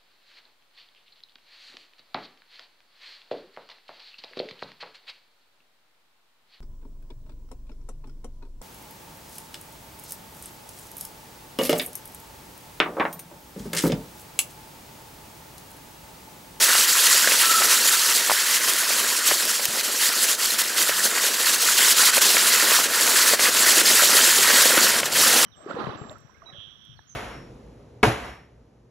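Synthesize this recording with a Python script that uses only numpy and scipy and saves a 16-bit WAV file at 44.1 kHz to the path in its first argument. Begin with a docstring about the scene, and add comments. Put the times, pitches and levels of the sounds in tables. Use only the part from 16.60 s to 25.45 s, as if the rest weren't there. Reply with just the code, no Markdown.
"""Dry leaves crackle densely under bicycle tyres that roll fast along a forest trail, heard by the rider.
The crackle is coloured noise gated by random cracks, with short damped tones for single leaves.
Beneath it the tyres drum and thud, as low noise beaten by uneven ground. Twigs and roots knock the wheels
as damped tones with a woody crack, single leaves snap as noise bursts, dull bumps are low damped tones,
and a brake disc sings once, a tone that swells and fades in bursts."""
import sys
import numpy as np
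from scipy import signal
from scipy.fft import rfft, irfft, next_fast_len
from scipy.io import wavfile
from scipy.ndimage import uniform_filter1d, map_coordinates

SR = 44100
rng = np.random.default_rng(int(sys.argv[2]) if len(sys.argv) > 2 else 0)


def to_wav(s):
    """Save 16-bit WAV."""
    ch = np.atleast_2d(s).T  # columns
    pcm = np.round(np.clip(ch, -1, 1) * 32767)  # PCM
    wavfile.write(sys.argv[1], SR, pcm.astype(np.int16))


N = 390285  # length in samples

# Slow base levels of the ride. Each row: time in seconds, small cracks in dB, big leaves and stems in dB,
# tyre drumming in dB.
ROLL_LEVELS = [(0, -18.5, -26, -38), (0.5, -18, -26.5, -40), (1.1, -17, -24.5, -37), (1.7, -22, -29, -40.0),
               (2.4, -21, -28, -39.5), (3.1, -25, -33.5, -41), (3.7, -24, -33, -41.5),
               (4.4, -24, -30.5, -38.5), (4.9, -19.5, -27, -39), (5.4, -16, -23.5, -36),
               (6.2, -19.5, -25.5, -35.5), (6.6, -18.5, -25, -33), (7.1, -16, -23, -32.5),
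               (7.8, -16.5, -23, -31.5), (8.3, -15.5, -22.5, -30), (8.85, -15.5, -22, -28)]


def amp(db):
    """Gain of a level in dB."""
    return 10 ** (np.asarray(db) / 20)


def unit(x):
    """Scale x to rms 1."""
    return x / np.sqrt(np.mean(x ** 2) + 1e-20)


def along(points, hz):
    """Read a curve of (Hz, value) points on a log frequency axis."""
    f, v = np.transpose(points)
    return np.interp(np.log(hz + 1), np.log(f + 1), v)


def curves(rows):
    """Draw one value per sample for each column after the time."""
    seconds, *columns = np.transpose(rows)
    return [np.interp(np.arange(N) / SR, seconds, column) for column in columns]


def wobble(rate):
    """A smooth random curve with rate knots a second."""
    knots = rng.standard_normal(int(N * rate / SR) + 4)
    return map_coordinates(knots, [np.arange(N) * rate / SR])


def filtered(x, response):
    """Multiply the spectrum of x by a complex response of frequency."""
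    m = next_fast_len(N + SR // 4)
    return irfft(rfft(x, m) * response(np.fft.rfftfreq(m, 1 / SR)), m)[..., :N]


def high_pass(hz, edge_hz):
    """Response of two first-order high-passes in a row."""
    return (1j * hz / (edge_hz + 1j * hz)) ** 2


def cracks(rate, spread_db, life):
    """Envelope of rate random cracks a second, few large among many small, falling to 1/e in life seconds."""
    when, size = rng.random(N), rng.exponential(size=N)
    kicks = (when < rate / SR) * amp(spread_db * np.minimum(size, 4))
    return unit(signal.lfilter([1], [1, -np.exp(-1 / (life * SR))], kicks))


def grainy(spectrum, envelope, bed, grains=0):
    """Two unrelated noises of one colour, gated by the same cracks over a steady bed, plus any grains."""
    noise = rng.standard_normal((2, N)) * (bed + envelope)
    pair = unit(noise) + grains
    return unit(filtered(pair, lambda hz: amp(along(spectrum, hz))))


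def dips_and_swells():
    """Brief level changes in dB: dips cut in fast, swells come more softly."""
    # Brief dips and swells of the crackle.
    # Each row: start in seconds, length in seconds, change in dB before smoothing.
    crackle_changes = [(0.02, 0.037, 2.5), (0.788, 0.035, 3.5), (1.976, 0.04, -1), (2.083, 0.027, 5.5),
                       (2.59, 0.048, -3), (2.664, 0.084, 4), (3.037, 0.015, 3.5), (3.064, 0.09, -2.5),
                       (3.215, 0.018, -6.5), (3.4, 0.085, 3.5), (3.616, 0.041, 6), (3.678, 0.05, 4.5),
                       (3.757, 0.026, -6.0), (3.951, 0.03, -3.5), (3.984, 0.031, 6), (4.023, 0.12, -4),
                       (4.164, 0.08, 4.0), (4.278, 0.032, 5), (4.43, 0.046, 5), (4.69, 0.049, -4),
                       (4.749, 0.044, -4.5), (4.854, 0.044, 3.5), (4.952, 0.064, -5.5), (5.136, 0.041, -4),
                       (5.173, 0.018, 2), (5.334, 0.034, -6), (5.506, 0.027, -8.5), (5.589, 0.023, -8.5),
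                       (6.269, 0.068, -3.5), (6.67, 0.027, 3.5), (6.753, 0.038, -8.0), (6.902, 0.04, -5.5),
                       (7.217, 0.035, -5.5), (8.305, 0.25, -5.5), (8.409, 0.051, -8), (8.464, 0.056, -8)]
    t = np.arange(N) / SR
    change_db = sum(db * ((t > start) & (t < start + length)) for start, length, db in crackle_changes)
    dips = uniform_filter1d(np.minimum(change_db, 0), size=SR // 100)
    swells = uniform_filter1d(np.maximum(change_db, 0), size=SR // 35)
    return dips + swells


def tyres():
    """Uneven ground beats on the casing, louder where the crackle swells; below it lies a lower thudding."""
    # Colour of tyre air and casing. Each row: frequency in Hz, relative level in dB.
    casing_colour = [(100, -49), (175, -18), (218, -2.5), (262, -6), (340, -2.5), (490, 0), (620, -1),
                     (770, -5), (1100, -11), (1870, -120)]
    # Colour of the thudding. 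Each row: frequency in Hz, relative level in dB.
    thud_colour = [(12, -56), (20, -25), (139, 0), (167, -1), (190, -1), (250, -18), (420, -120)]
    # Lowest thudding of the tyres. Each row: time in seconds, level in dB.
    thudding = [(0.0, -68), (0.42, -70), (3.67, -74), (3.82, -62), (4.51, -60), (4.66, -63), (8.85, -47.5)]
    drum_db = curves(ROLL_LEVELS)[2]
    casing = grainy(casing_colour, cracks(rate=110, spread_db=1.5, life=0.0052), bed=1.3)
    thud = grainy(thud_colour, cracks(rate=18, spread_db=7, life=.05), bed=2.7)
    thud_db, = curves(thudding)
    drumming = amp(drum_db + 0.51 * dips_and_swells() + 1.4 * wobble(8)) * casing
    return drumming + amp(thud_db) * thud


def brake():
    """The pad grips and slips ever faster, so the disc's tone swells and fades in bursts."""
    # One squeal of the disc: first grip in seconds, loudest in seconds, pitch in Hz, level in dB.
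    first, loudest, hz, db = (.855, .96, 1325, -16)
    swell_db_per_s, fade_db_per_s = 60, 95
    grips_per_s, grips_gained_per_s = 16.5, 85  # rate at the first grip, then its rise each second
    slip_db = 11  # drop between grips
    t = np.arange(N) / SR
    since = t - first
    grips = grips_per_s * since + grips_gained_per_s * since ** 2 / 2
    swell, fade = swell_db_per_s * (loudest - t), fade_db_per_s * (t - loudest)
    level_db = db - np.where(t < loudest, swell, fade)
    level_db += 2000 * np.minimum(since + .02, 0)  # steep rise that ends 20 ms ahead of the first grip
    level_db += 2.1 * wobble(69.9) - slip_db * np.sin(np.pi * grips) ** 4
    return amp(level_db) * np.sin(2 * np.pi * hz * t + 1.1 * wobble(90))


def bumps():
    """Dull bumps on the microphone mount: a low tone dies within a few cycles."""
    # Each row: time in seconds, strength in dB.
    bump_rows = [(3.085, -30), (3.132, -41)]
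    track, t = np.zeros(N + SR), np.arange(SR // 20) / SR
    for s, db in bump_rows:
        push = amp(db + 1 - 60 * t / .03) * np.sin(2 * np.pi * 150 * t)
        track[round(s * SR):][:len(t)] += push
    return filtered(track[:N], lambda hz: high_pass(hz, 45))


def knocks():
    """Twigs and roots hit the wheels: a tone rings for a few cycles under a crack of woody noise."""
    # Each row: time in seconds, 1.5 ms before the knock sounds, strength in dB, pitch in Hz,
    # crack over knock in dB before a fixed lift.
    knock_rows = [(0.151, -2, 1200, -12), (0.672, -13, 587, 6), (0.71, -22, 1200, 8), (0.717, -18, 576, 8),
                  (1.018, -8.5, 920, -4), (1.255, -20, 495, -8), (1.696, -3, 982, -9),
                  (1.706, -3, 1150, -19), (1.714, -4, 875, -10), (2.303, -17.5, 660, 0),
                  (2.711, -10, 800, -3), (2.717, -15, 423, -10), (2.803, -26, 500, -8),
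                  (2.994, -19, 700, -4), (4.292, -14, 570, 0), (5.431, -12, 1060, -0.5),
                  (5.57, -8.5, 940, -9), (5.577, -13, 553, -3), (5.766, -17, 623, 8),
                  (6.188, -4.5, 1070, -19), (6.734, -8.5, 547, -8), (6.744, -16, 660, -3),
                  (6.792, -18, 550, 5), (7.421, -13, 622, -5), (7.433, -13, 620, -23),
                  (7.492, -17, 565, -4), (7.902, -15, 557, 2), (8.107, -14, 1040, -7),
                  (8.171, -12, 590, -11), (8.176, -11, 296, 1), (8.339, -19, 576, -11),
                  (8.429, -16.5, 552, 1.5)]
    delay_s = .0015  # seconds from row time to knock
    track, t = np.zeros(N + SR), np.arange(SR // 20) / SR
    crack = rng.standard_normal((len(knock_rows), len(t)))
    crack *= amp(-60 * t / 0.028) * (1 - np.exp(-t / 0.00071))
    crack = signal.lfilter(*signal.butter(2, [1200, 3000], "band", fs=SR), crack)
    for (s, db, hz, crack_db), wood in zip(knock_rows, crack):
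        decay = amp(7.0 - 60 * t * hz / 4.5)  # down 60 dB in 4.5 cycles
        ring = decay * (1 - np.exp(-t / 0.00059)) * np.sin(2 * np.pi * hz * t)
        track[round((s + delay_s) * SR):][:len(t)] += amp(db) * (ring + amp(crack_db + 9.5) * wood)

    def casing(hz):
        """The tyre rings on briefly at 570 Hz, with a resonance 90 Hz wide."""
        return 1 + 0.9 * 1j * hz * 90 / (570 ** 2 - hz ** 2 + 1j * hz * 90)

    return filtered(track[:N], lambda hz: high_pass(hz, 220) * casing(hz))


def snaps():
    """Single leaves and twigs snap: short bursts of noise, down 60 dB in 12 ms."""
    # Each row: time in seconds, strength in dB.
    snap_rows = [(0.342, -14), (2.135, -2.5), (2.8528, -6), (3.0545, 1), (3.4564, -3), (3.8591, -6),
                 (4.0074, -7), (4.0167, -2.5), (5.5018, -21), (5.568, -16), (8.4291, -21), (8.457, -7)]
    track, t = np.zeros(N + SR), np.arange(SR // 20) / SR
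    bursts = rng.standard_normal((len(snap_rows), len(t))) * amp(-60 * t / .012)
    for (s, db), burst in zip(snap_rows, bursts):
        track[round(s * SR):][:len(t)] += amp(db - 3.0) * burst
    return filtered(track[:N], lambda hz: high_pass(hz, 2500) / (1 + 1j * hz / 9000))


def pings(rate, low_hz, high_hz, cycles, spread_db, size):
    """Single leaves breaking: damped tones of size samples, each with its own pitch and place left or right."""
    when, pitch, big, place = rng.random((round(rate * N / SR), 4)).T
    hz = (low_hz * (high_hz / low_hz) ** pitch)[:, None]
    t = np.arange(size) / SR
    age = t * hz / cycles
    tone = hz * age * np.exp(-age) * np.sin(2 * np.pi * hz * t)  # higher tones die sooner, so start stronger
    tone *= amp(-spread_db * np.log(big + 0.039))[:, None]
    at = ((when * N).astype(int)[:, None] + np.arange(size)).ravel()

    def laid_out(weight):
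        return unit(np.bincount(at, (tone * weight[:, None]).ravel(), N + size)[:N])

    return np.array([laid_out(np.ones_like(place)), laid_out(2 * place - 1)])  # common, scattered


def patchy(pair, depth_db):
    """Each clump of leaves has its own colour: random gain in patches about 700 Hz wide and 35 ms long."""
    z = signal.stft(pair, nperseg=512)[2]
    field = uniform_filter1d(rng.standard_normal(z.shape[1:]), size=8, axis=0)
    field = uniform_filter1d(field, size=6, axis=1)
    return signal.istft(z * amp(depth_db * unit(field)), nperseg=512)[1][:, :N]


def leaves():
    """Small cracks make the treble; big leaves and stems share their clumps but crack on their own too."""
    # Colour of small leaf cracks. Each row: frequency in Hz, relative level in dB.
    fine_colour = [(1350, -32.5), (2350, -7.5), (2950, -3.5), (3600, -3), (4350, -0.5), (5000, -2),
                   (6000, -2), (6500, -2), (7400, -0.5), (8900, -5), (10800, -3.5), (12500, -7),
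                   (15100, -10.5), (16000, -10.5)]
    # Colour of big leaves and stems. Each row: frequency in Hz, relative level in dB.
    coarse_colour = [(460, -43), (780, -16), (930, -4.5), (1230, -2.5), (1340, 0.5), (1920, 1.5),
                     (2320, -5), (2500, -4), (3250, -2), (5500, -120)]
    crackle_db, stems_db, _ = curves(ROLL_LEVELS)
    quick_db = dips_and_swells() + 1.0 * wobble(12)  # quick changes of the crackle
    clumps = 0.63 * wobble(20) + 1.18 * wobble(45)
    shared = cracks(rate=1400, spread_db=4.5, life=0.0067)
    small = .45 * pings(rate=900, low_hz=2385, high_hz=15140, cycles=2.9, spread_db=1.5, size=400)
    large = .4 * pings(rate=600, low_hz=802, high_hz=2627, cycles=1.3, spread_db=-0.5, size=400)
    fine_db = crackle_db + quick_db + clumps
    fine = amp(fine_db) * grainy(fine_colour, shared, bed=1.6, grains=small)
    coarse_db = stems_db + 0.81 * quick_db + 0.3 * clumps + 1.35 * wobble(25)
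    coarse = amp(coarse_db) * grainy(coarse_colour, shared, bed=2.4, grains=large)
    top = filtered(fine, lambda hz: 1 / (1 + (9500 / (hz + 1)) ** 6))
    top_change = amp(0.27 * dips_and_swells() + 0.22 * wobble(18)) - 1  # dips are duller, swells brighter
    return patchy(fine + coarse + top_change * top, depth_db=0.98)


def scene():
    """Both ports hear nearly the same; scattered sound adds a small part that differs."""
    # Left-right likeness of leaves and tyres. Each row: frequency in Hz, correlation from -1 to 1.
    alike = [(30, .97), (120, .94), (500, .97), (1500, .98), (2500, .94), (3600, .95), (4500, .985),
             (8000, .992), (9000, .985), (15000, .985)]
    common, scattered = leaves() + tyres()
    points = knocks() + bumps() + snaps() + brake()

    def turn(hz):
        """Angle in radians that shares the sound between middle and side."""
        return np.arccos(np.clip(along(alike, hz), -1, 1)) / 2

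    mid = filtered(common, lambda hz: np.cos(turn(hz))) + points
    side = filtered(scattered, lambda hz: np.sin(turn(hz)))
    return np.array([mid + side, mid - side])


def record(dry):
    """The ports differ a little in level and phase, peaks are rounded off, nothing passes the band limit."""
    # Level balance of the ports. Each row: frequency in Hz, left over right in dB.
    lean = [(100, 0.2), (1000, -0.1), (8000, -0.3), (8600, -2.6), (15000, -1.6)]
    # Phase between the ports. Each row: frequency in Hz, lead of the left in radians.
    lead = [(0, 0), (780, 0.39), (3530, -0.0), (16600, 0.0)]
    top_hz = 15750
    half = np.array([[.5], [-.5]])  # left takes half the difference, right the opposite half

    def port_response(hz):
        return amp(half * along(lean, hz)) * np.exp(1j * half * along(lead, hz))

    ports = filtered(dry, port_response)
    rounded = ports / (1 + np.abs(ports / .8) ** 4) ** (1 / 4)
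    return filtered(rounded, lambda hz: hz < top_hz)


dry = scene()
out = record(dry)
to_wav(out)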